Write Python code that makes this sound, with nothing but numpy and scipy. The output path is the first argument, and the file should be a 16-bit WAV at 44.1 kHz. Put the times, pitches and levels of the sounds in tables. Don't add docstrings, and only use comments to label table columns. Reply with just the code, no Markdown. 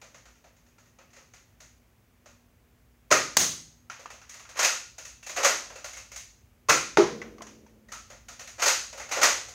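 import sys
import numpy as np
from scipy import signal
from scipy.fft import rfft, irfft, next_fast_len
from scipy.io import wavfile
from scipy.ndimage import map_coordinates

SR = 44100
rng = np.random.default_rng(int(sys.argv[2]) if len(sys.argv) > 2 else 0)


def file_out(sig):
    cols = np.atleast_2d(sig).T
    lim = np.clip(cols, -1, 1)
    pcm = np.round(lim * 32767).astype(np.int16)
    wavfile.write(sys.argv[1], SR, pcm)


N = 420713
SIZE = 40960
T, HZ = np.arange(SIZE) / SR, np.fft.rfftfreq(SIZE, 1 / SR)


def amp(db):
    return 10 ** (np.asarray(db) / 20)


def along(points, hz):
    point_hz, value = np.transpose(points)
    return np.interp(np.log(hz + 1), np.log(point_hz + 1), value)


def normed(x):
    return x / np.sqrt(np.sum(x ** 2) + 1e-20)


def add(track, s, x):
    start = max(round(s * SR), 0)
    track[start:start + len(x)] += x[:N - start]


def filtered(x, gain):
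    size = next_fast_len(N + SR // 2)
    spectrum = rfft(x, size) * gain(np.fft.rfftfreq(size, 1 / SR))
    return irfft(spectrum, size)[:N]


def wobble(rate, count):
    knots = rng.standard_normal(512)
    return map_coordinates(knots, [np.arange(count) * rate / SR], mode="mirror")


def sine(hz, t, phase=0):
    return np.sin(2 * np.pi * hz * t + phase)


def resonant(peaks):
    power = sum(amp(2 * db) / (1 + (2 * (HZ - hz) / width) ** 2) for hz, width, db in peaks)
    return np.sqrt(1 + power)


def coloured(x, gain, tilt_db):
    octaves = np.log2(np.clip(HZ, 400, 9000) / 3000)
    gain = gain * amp(tilt_db * octaves)
    unit_gain = gain / np.sqrt(np.mean(gain ** 2))
    cepstrum = irfft(np.log(np.maximum(unit_gain, 1e-6)))
    cepstrum[1:SIZE // 2] *= 2
    cepstrum[SIZE // 2 + 1:] = 0
    return irfft(rfft(x) * np.exp(rfft(cepstrum)))


def chatter(length, spiky):
    push, size = rng.standard_normal((2, SIZE))
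    uneven = np.tanh(push) * np.exp(spiky * np.minimum(size, 2))
    return uneven * amp(-30 * T / max(length, .002))


# pitch_hz, t60_s
GARAGE_DECAY = [(80, 0.62), (240, 0.66), (480, 0.28), (1000, 0.37), (2000, 0.4), (4000, 0.5), (6500, 0.46),
                (10000, 0.43), (16000, 0.3)]


def in_garage(x, gain, tilt_db, room_db, build):
    hz, t, bands = signal.stft(rng.standard_normal(SIZE), SR, nperseg=256)
    decay = amp(-60 * t / along(GARAGE_DECAY, hz)[:, None])
    tail = signal.istft(bands * decay, SR, nperseg=256)[1][:SIZE]
    sparse = np.exp(0.26 * np.exp(-T / .025) * (rng.standard_normal(SIZE) - 1))
    floor_echo = .4 * np.roll(x, round(rng.uniform(.001, .003) * SR))
    direct = normed(x + floor_echo)
    room = normed(tail * sparse * (1 - np.exp(-T / build)))
    return coloured(direct + amp(room_db) * room, gain, tilt_db)


# pitch_hz, level_db
HISS_COLOUR = [(30, -31), (100, -3.5), (230, -8), (500, -14), (1000, -18.5), (2400, -21), (4000, -29),
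               (6500, -27.5), (9000, -32), (15800, -27.5)]
# time_s, level_db
RUMBLE_GROWTH = [(0, -67.5), (9.54, -60)]
# pitch_hz, level_db (rms)
MAINS_HUM = [(59.5, -80.5), (119, -77.5), (241, -75.5)]


def room_tone(air_db=-65, rumble_db=2, waver_db=3.0):
    t = np.arange(N) / SR
    hiss_gain = lambda hz: amp(along(HISS_COLOUR, hz) - along(MIC_PORT, hz))
    air = filtered(rng.standard_normal(N), hiss_gain)
    low_colour = [(30, -12.5), (55, 7.0), (75, -5.5), (105, -3.0), (150, -22.5), (400, -50)]  # pitch_hz, level_db
    low = filtered(rng.standard_normal(N), lambda hz: amp(along(low_colour, hz)))
    rumble_level = np.interp(t, *np.transpose(RUMBLE_GROWTH)) + rumble_db
    rumble = amp(rumble_level) * low / np.std(low)
    hum = np.zeros(N)
    for hz, db in MAINS_HUM:
        hum += amp(db + waver_db * wobble(6.1, N)) * np.sqrt(2) * sine(hz, t)
    return amp(air_db) * air / np.std(air) + rumble + hum


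# start_s, level_db, tilt_db (per octave), room_db (relative to direct sound), knock_hz, ping_db
DART_BOUNCES = [(3.899, -25.5, 0, 5, 1370, -5), (4.058, -26, -2.5, -3.5, 1174, -14),
                (4.216, -36, 1, 3, 1390, -17), (4.453, -37, -1.5, 1, 1400, -10),
                (7.217, -22.5, -3, -3, 2004, -8.5), (7.383, -36, -0.5, -5, 1170, -9),
                (7.408, -34.5, -6.5, 6, 1060, -3), (7.42, -27, 4, -5.5, 687, -9),
                (7.468, -34.5, 3, 2.5, 1070, -12), (7.664, -45, 0.5, 1, 910, -10)]
# pitch_hz, level_db
TAP_COLOUR = [(80, -8), (300, -19.5), (750, -2), (1400, -0.5), (2500, -2), (3800, -11.5), (5800, -8),
              (9000, -21.5), (15000, -28)]


def bounces(gain_db=9, ping_t60=0.038):
    track = np.zeros(N)
    for s, db, tilt_db, room_db, knock_hz, ping_db in DART_BOUNCES:
        gain = amp(along(TAP_COLOUR, HZ)) * resonant([(knock_hz, 400, 1.5)])
        contact = chatter(length=0.024, spiky=0.36)
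        tap = in_garage(contact, gain, tilt_db, room_db, build=0.0033)
        add(track, s, amp(db + gain_db) * tap)
        add(track, s, amp(db + ping_db - 60 * T / ping_t60) * sine(knock_hz, T))
    return track


# pitch_hz, level_db
SLAP_COLOUR = [(60, -21.5), (150, -3), (260, -7), (380, 7), (520, 3), (1250, 0), (2000, -5), (3200, -14.5),
               (5300, -13), (7000, -20.5), (8000, -25), (15000, -36.5)]
# pitch_hz, level_db, t60_s
PANEL_MODES = [(218.4, -39, 2.95), (224, -24.5, 0.45), (352, -1.5, 0.21), (401, -1, 0.2),
               (474, -28.5, 1.05), (630, -15, 0.27), (830, -19, .2), (1160, -24, 0.16)]
# pitch_hz, level_db
DRONE_COLOUR = [(90, -22), (190, -2.5), (280, 0), (470, -3), (600, -7.5), (1200, -39.5)]


def panel_hit(s=6.972, slap_db=9, boom_db=-7, lag=.011, swell=0.0032, drone_db=-40, drone_t60=1.86):
    track = np.zeros(N)
    contact = chatter(length=0.013, spiky=0.48)
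    slap = in_garage(contact, amp(along(SLAP_COLOUR, HZ)), 0, room_db=1.0, build=.005)
    add(track, s, amp(slap_db) * slap)
    t = np.arange(2 * SR) / SR
    mingled = 1 - np.exp(-t / 0.019)
    for hz, db, t60 in PANEL_MODES:
        level_db = 2.5 * mingled * wobble(35, len(t))
        phase = .6 * mingled * wobble(30, len(t))
        level = amp(boom_db + db - 60 * t / t60 + level_db) * (1 - np.exp(-t / swell))
        add(track, s + lag, level * sine(hz, t, phase))
    drone = filtered(rng.standard_normal(N), lambda hz: amp(along(DRONE_COLOUR, hz)))[:len(t)]
    add(track, s, amp(drone_db - 60 * t / drone_t60) * mingled * drone / np.std(drone))
    return track


# pitch_hz, level_db
SMACK_COLOUR = [(50, -13.5), (90, -2), (170, -3), (330, -1.5), (700, -1.5), (2400, -2.5), (3600, -2.5),
                (5300, 1.5), (9000, -3), (11000, -9.5), (15000, -6.5)]
# pitch_hz, level_db, t60_s
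STRUCK_RING = [(158, -3.5, .8), (2040, -2.5, .55), (3900, -1, .45), (6500, 0.5, 0.62), (8040, 1.5, .55),
               (11810, -6, .35), (13320, -3.5, .45)]


def near_hit(s=3.3688, db=12, crush=0.0063, echo_db=2, ring_db=-39):
    gain, track = amp(along(SMACK_COLOUR, HZ)), np.zeros(N)
    contact = rng.standard_normal(SIZE) * np.exp(-np.minimum(T / crush, 2) ** 6)
    add(track, s, amp(db) * in_garage(contact, gain, 0, room_db=-4.5, build=0.003))
    answer = chatter(length=0.18, spiky=0.18)
    add(track, s + .026, amp(echo_db) * in_garage(answer, gain, 0, room_db=4.0, build=.008))
    for hz, level, t60 in STRUCK_RING:
        add(track, s, amp(ring_db + level - 60 * T / t60) * sine(hz, T))
    return track


# pitch_hz, width_hz, level_db
SHELL_MODES = [(537.6, 66, 10.5), (620, 33, 3), (697, 34, 2), (1130, 36, -4.5), (1270, 85, 1.5),
               (1421, 20, 4.5), (1860, 48, 1.5), (2030, 120, -3.5), (2400, 120, -2.5), (2636, 200, 1.5)]


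def blaster(blows, colour, gain_db, room_db, spiky, build, rise):
    base, track = amp(along(colour, HZ)), np.zeros(N)
    for s, db, tilt_db, length, knock_hz, knock_db in blows:
        modes = [(hz, width, level + rng.normal(0, 3.1)) for hz, width, level in SHELL_MODES]
        knock = (knock_hz, 0.054 * knock_hz, knock_db)
        gain = base * resonant(modes + [knock])
        contacts = chatter(length, spiky) * (1 - np.exp(-T / rise))
        add(track, s, amp(db + gain_db) * in_garage(contacts, gain, tilt_db, room_db, build))
    return track


# start_s, level_db, tilt_db (per octave), knock_hz, knock_db
HANDLING_CLICKS = [(0.0146, -35, -1, 626, 14.5), (0.144, -38, -1, 2150, 3), (0.254, -41.5, -0.5, 1400, 8),
                   (0.441, -41.5, -3.5, 670, 12), (0.7817, -46, -.5, 1280, 10), (0.986, -40, -3, 1280, 5),
                   (1.131, -43, 0, 2000, 9), (1.1641, -38.5, -1, 2510, 5), (1.3359, -39.5, 0, 2030, 6),
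                   (1.6028, -38, 1.5, 2050, 8), (2.2579, -39, -1.5, 564, 17), (3.9935, -35, -0.5, 2010, 3),
                   (4.102, -32, -.5, 1920, 1), (4.293, -33.5, 2.5, 1980, 6), (4.34, -34, 1, 2150, 7),
                   (4.49, -33.5, -.5, 1383, 0), (4.9812, -30, 1.5, 1430, 7.5), (5.05, -31.5, 2.5, 2620, 3),
                   (5.227, -35, 2, 2640, 16), (5.2638, -27, 1.5, 2450, 1), (5.294, -25.5, 0, 2110, -4.5),
                   (5.701, -31.5, -3, 580, 9), (5.7561, -30.5, -.5, 660, 9), (5.843, -25, 0.5, 573, 0),
                   (5.931, -31.5, 1, 2160, 12), (5.968, -30.5, 1, 2660, 6), (6.116, -32.5, 2, 2150, 10),
                   (6.159, -27.5, 3, 2170, 5), (7.885, -40.5, 0, 1900, 17),
                   (7.9184, -25.5, 0.5, 1310, 14.5), (8.1001, -33, -1, 589, 9),
                   (8.2835, -30.5, .5, 1450, 5), (8.3936, -30, 1, 560, 6), (8.4729, -31.5, 1, 1930, -7),
                   (8.927, -29, -.5, 563, 21.5), (8.976, -28.5, 0, 568, 1), (8.9973, -26.5, -1.5, 2100, 8),
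                   (9.0895, -30, -.5, 766, 12), (9.484, -33.5, 1.5, 1230, -1)]
# start_s, end_s, level_db
LOOSE_TICKS = [(.3, 1.2, -53), (4.37, 4.85, -36), (8.399, 8.9, -37)]


def clicks():
    rattle_s, gap_s, tick_knock_db = 0.024, 0.18, 7
    blows = [(s, db, tilt_db, rattle_s, *knock) for s, db, tilt_db, *knock in HANDLING_CLICKS]
    for start, end, db in LOOSE_TICKS:
        for s in np.arange(start, end, gap_s):
            late, mode = rng.random(2)
            knock_hz = SHELL_MODES[int(mode * len(SHELL_MODES))][0]
            blows.append((s + late * gap_s / 2, db, 0, rattle_s, knock_hz, tick_knock_db))
    return blows


# scrape_s, catch_s, stop_s, level_db
SLIDE_PULLS = [(4.567, 4.589, 4.645, -8), (8.594, 8.619, 8.6775, -7)]
# release_s, pick_up_s, slam_s, level_db
SLIDE_PUSHES = [(5.360, 5.372, 5.4458, -5), (9.1114, 9.1643, 9.2299, -3)]
# delay_s, level_db, tilt_db (per octave), rattle_s, knock_hz, knock_db
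BREECH_SLAM = [(-.016, -4.5, -1.5, .036, 1500, -1.5), (0, .5, .5, .018, 1965, 3),
               (.0074, -2, -2.5, .026, 620, 5)]


def slide_strokes():
    # level_db, tilt_db (per octave), rattle_s, knock_hz, knock_db
    slack, scrape = (-19.5, -3.5, 0.1, 760, -1), (-11.5, -1, 0.2, 1260, 8)
    catch, latch = (0, -.5, 0.11, 1350, 0), (0, .5, 0.06, 4899, 4)
    end_stop = (1.1, .5, 0.03, 535, 11)
    release, pick_up = (-8.5, -1, 0.5, 729, 10), (-9, -4.5, 0.38, 552, 5)
    slack_lead_s, latch_share = .0135, .65
    blows = []
    for scrape_s, catch_s, stop_s, db in SLIDE_PULLS:
        latch_s = catch_s + latch_share * (stop_s - catch_s)
        contacts = [(scrape_s - slack_lead_s, *slack), (scrape_s, *scrape), (catch_s, *catch),
                    (latch_s, *latch), (stop_s, *end_stop)]
        blows += [(s, db + level, *tone) for s, level, *tone in contacts]
    for release_s, pick_up_s, slam_s, db in SLIDE_PUSHES:
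        contacts = [(release_s, *release), (pick_up_s, *pick_up)]
        contacts += [(slam_s + delay, *rest) for delay, *rest in BREECH_SLAM]
        blows += [(s, db + level, *tone) for s, level, *tone in contacts]
    return blows


# start_s, level_db, tilt_db (per octave), knock_hz, sear_db, rebound_db
PLUNGER_SHOTS = [(3.112, -5.5, -.5, 625, -16.5, -1.5), (6.693, -3, 0.5, 1344, -10, -16)]


def plunger_strokes():
    sear, rebound = (2, .035, 1070, 23), (1, .021, 1240, 14)
    sear_lead_s, rebound_s, rattle_s, strike_knock_db = .007, .011, .058, 10
    blows = []
    for s, db, tilt_db, knock_hz, sear_db, rebound_db in PLUNGER_SHOTS:
        blows.append((s - sear_lead_s, db + sear_db, *sear))
        blows.append((s, db, tilt_db, rattle_s, knock_hz, strike_knock_db))
        blows.append((s + rebound_s, db + rebound_db, *rebound))
    return blows


# pitch_hz, level_db
CLICK_COLOUR = [(100, -26.5), (330, -12), (520, -5.5), (720, -0.5), (900, -1), (2000, 0.5), (3400, -5.5),
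                (5200, -3), (7000, -4), (10000, -14), (15500, -16)]
CLACK_COLOUR = [(60, -29), (170, -29.5), (310, -13.5), (450, -9), (900, -0.5), (2000, 1), (3400, -6),
                (5200, -2), (8000, -5.5), (10000, -16), (12000, -12), (15500, -18.5)]
POP_COLOUR = [(50, -21), (110, -9), (210, -6.5), (400, -0.5), (900, -1), (2000, 2), (3400, -8.5),
              (5200, -4), (8000, -10), (10000, -18), (15500, -19.5)]


def scene():
    background = room_tone()
    darts = bounces() + panel_hit() + near_hit()
    handling = blaster(clicks(), CLICK_COLOUR, gain_db=12, room_db=4, spiky=.85, build=0.0066, rise=0.0023)
    priming = blaster(slide_strokes(), CLACK_COLOUR, gain_db=10.5, room_db=3.5, spiky=1.05,
                      build=0.0044, rise=0.0028)
    shots = blaster(plunger_strokes(), POP_COLOUR, gain_db=16, room_db=0, spiky=0.45,
                    build=0.0099, rise=0.0011)
    return (background + darts + handling + priming + shots)[None]


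# pitch_hz, level_db
MIC_PORT = [(5400, 0.5), (6250, 8.5), (6800, 8.5), (7400, -1.5), (8500, -2.5), (13500, -4), (15800, -5)]


def record(dry):
    low_hz, top_hz = 45, 15850
    low_cut = lambda hz: 1 - 1 / (1 + (hz / low_hz) ** 6)
    high_cut = lambda hz: np.clip((top_hz - hz) / 300 + .5, 0, 1)
    return filtered(dry[0], lambda hz: low_cut(hz) * amp(along(MIC_PORT, hz)) * high_cut(hz))[None]


dry = scene()
out = record(dry)
file_out(out)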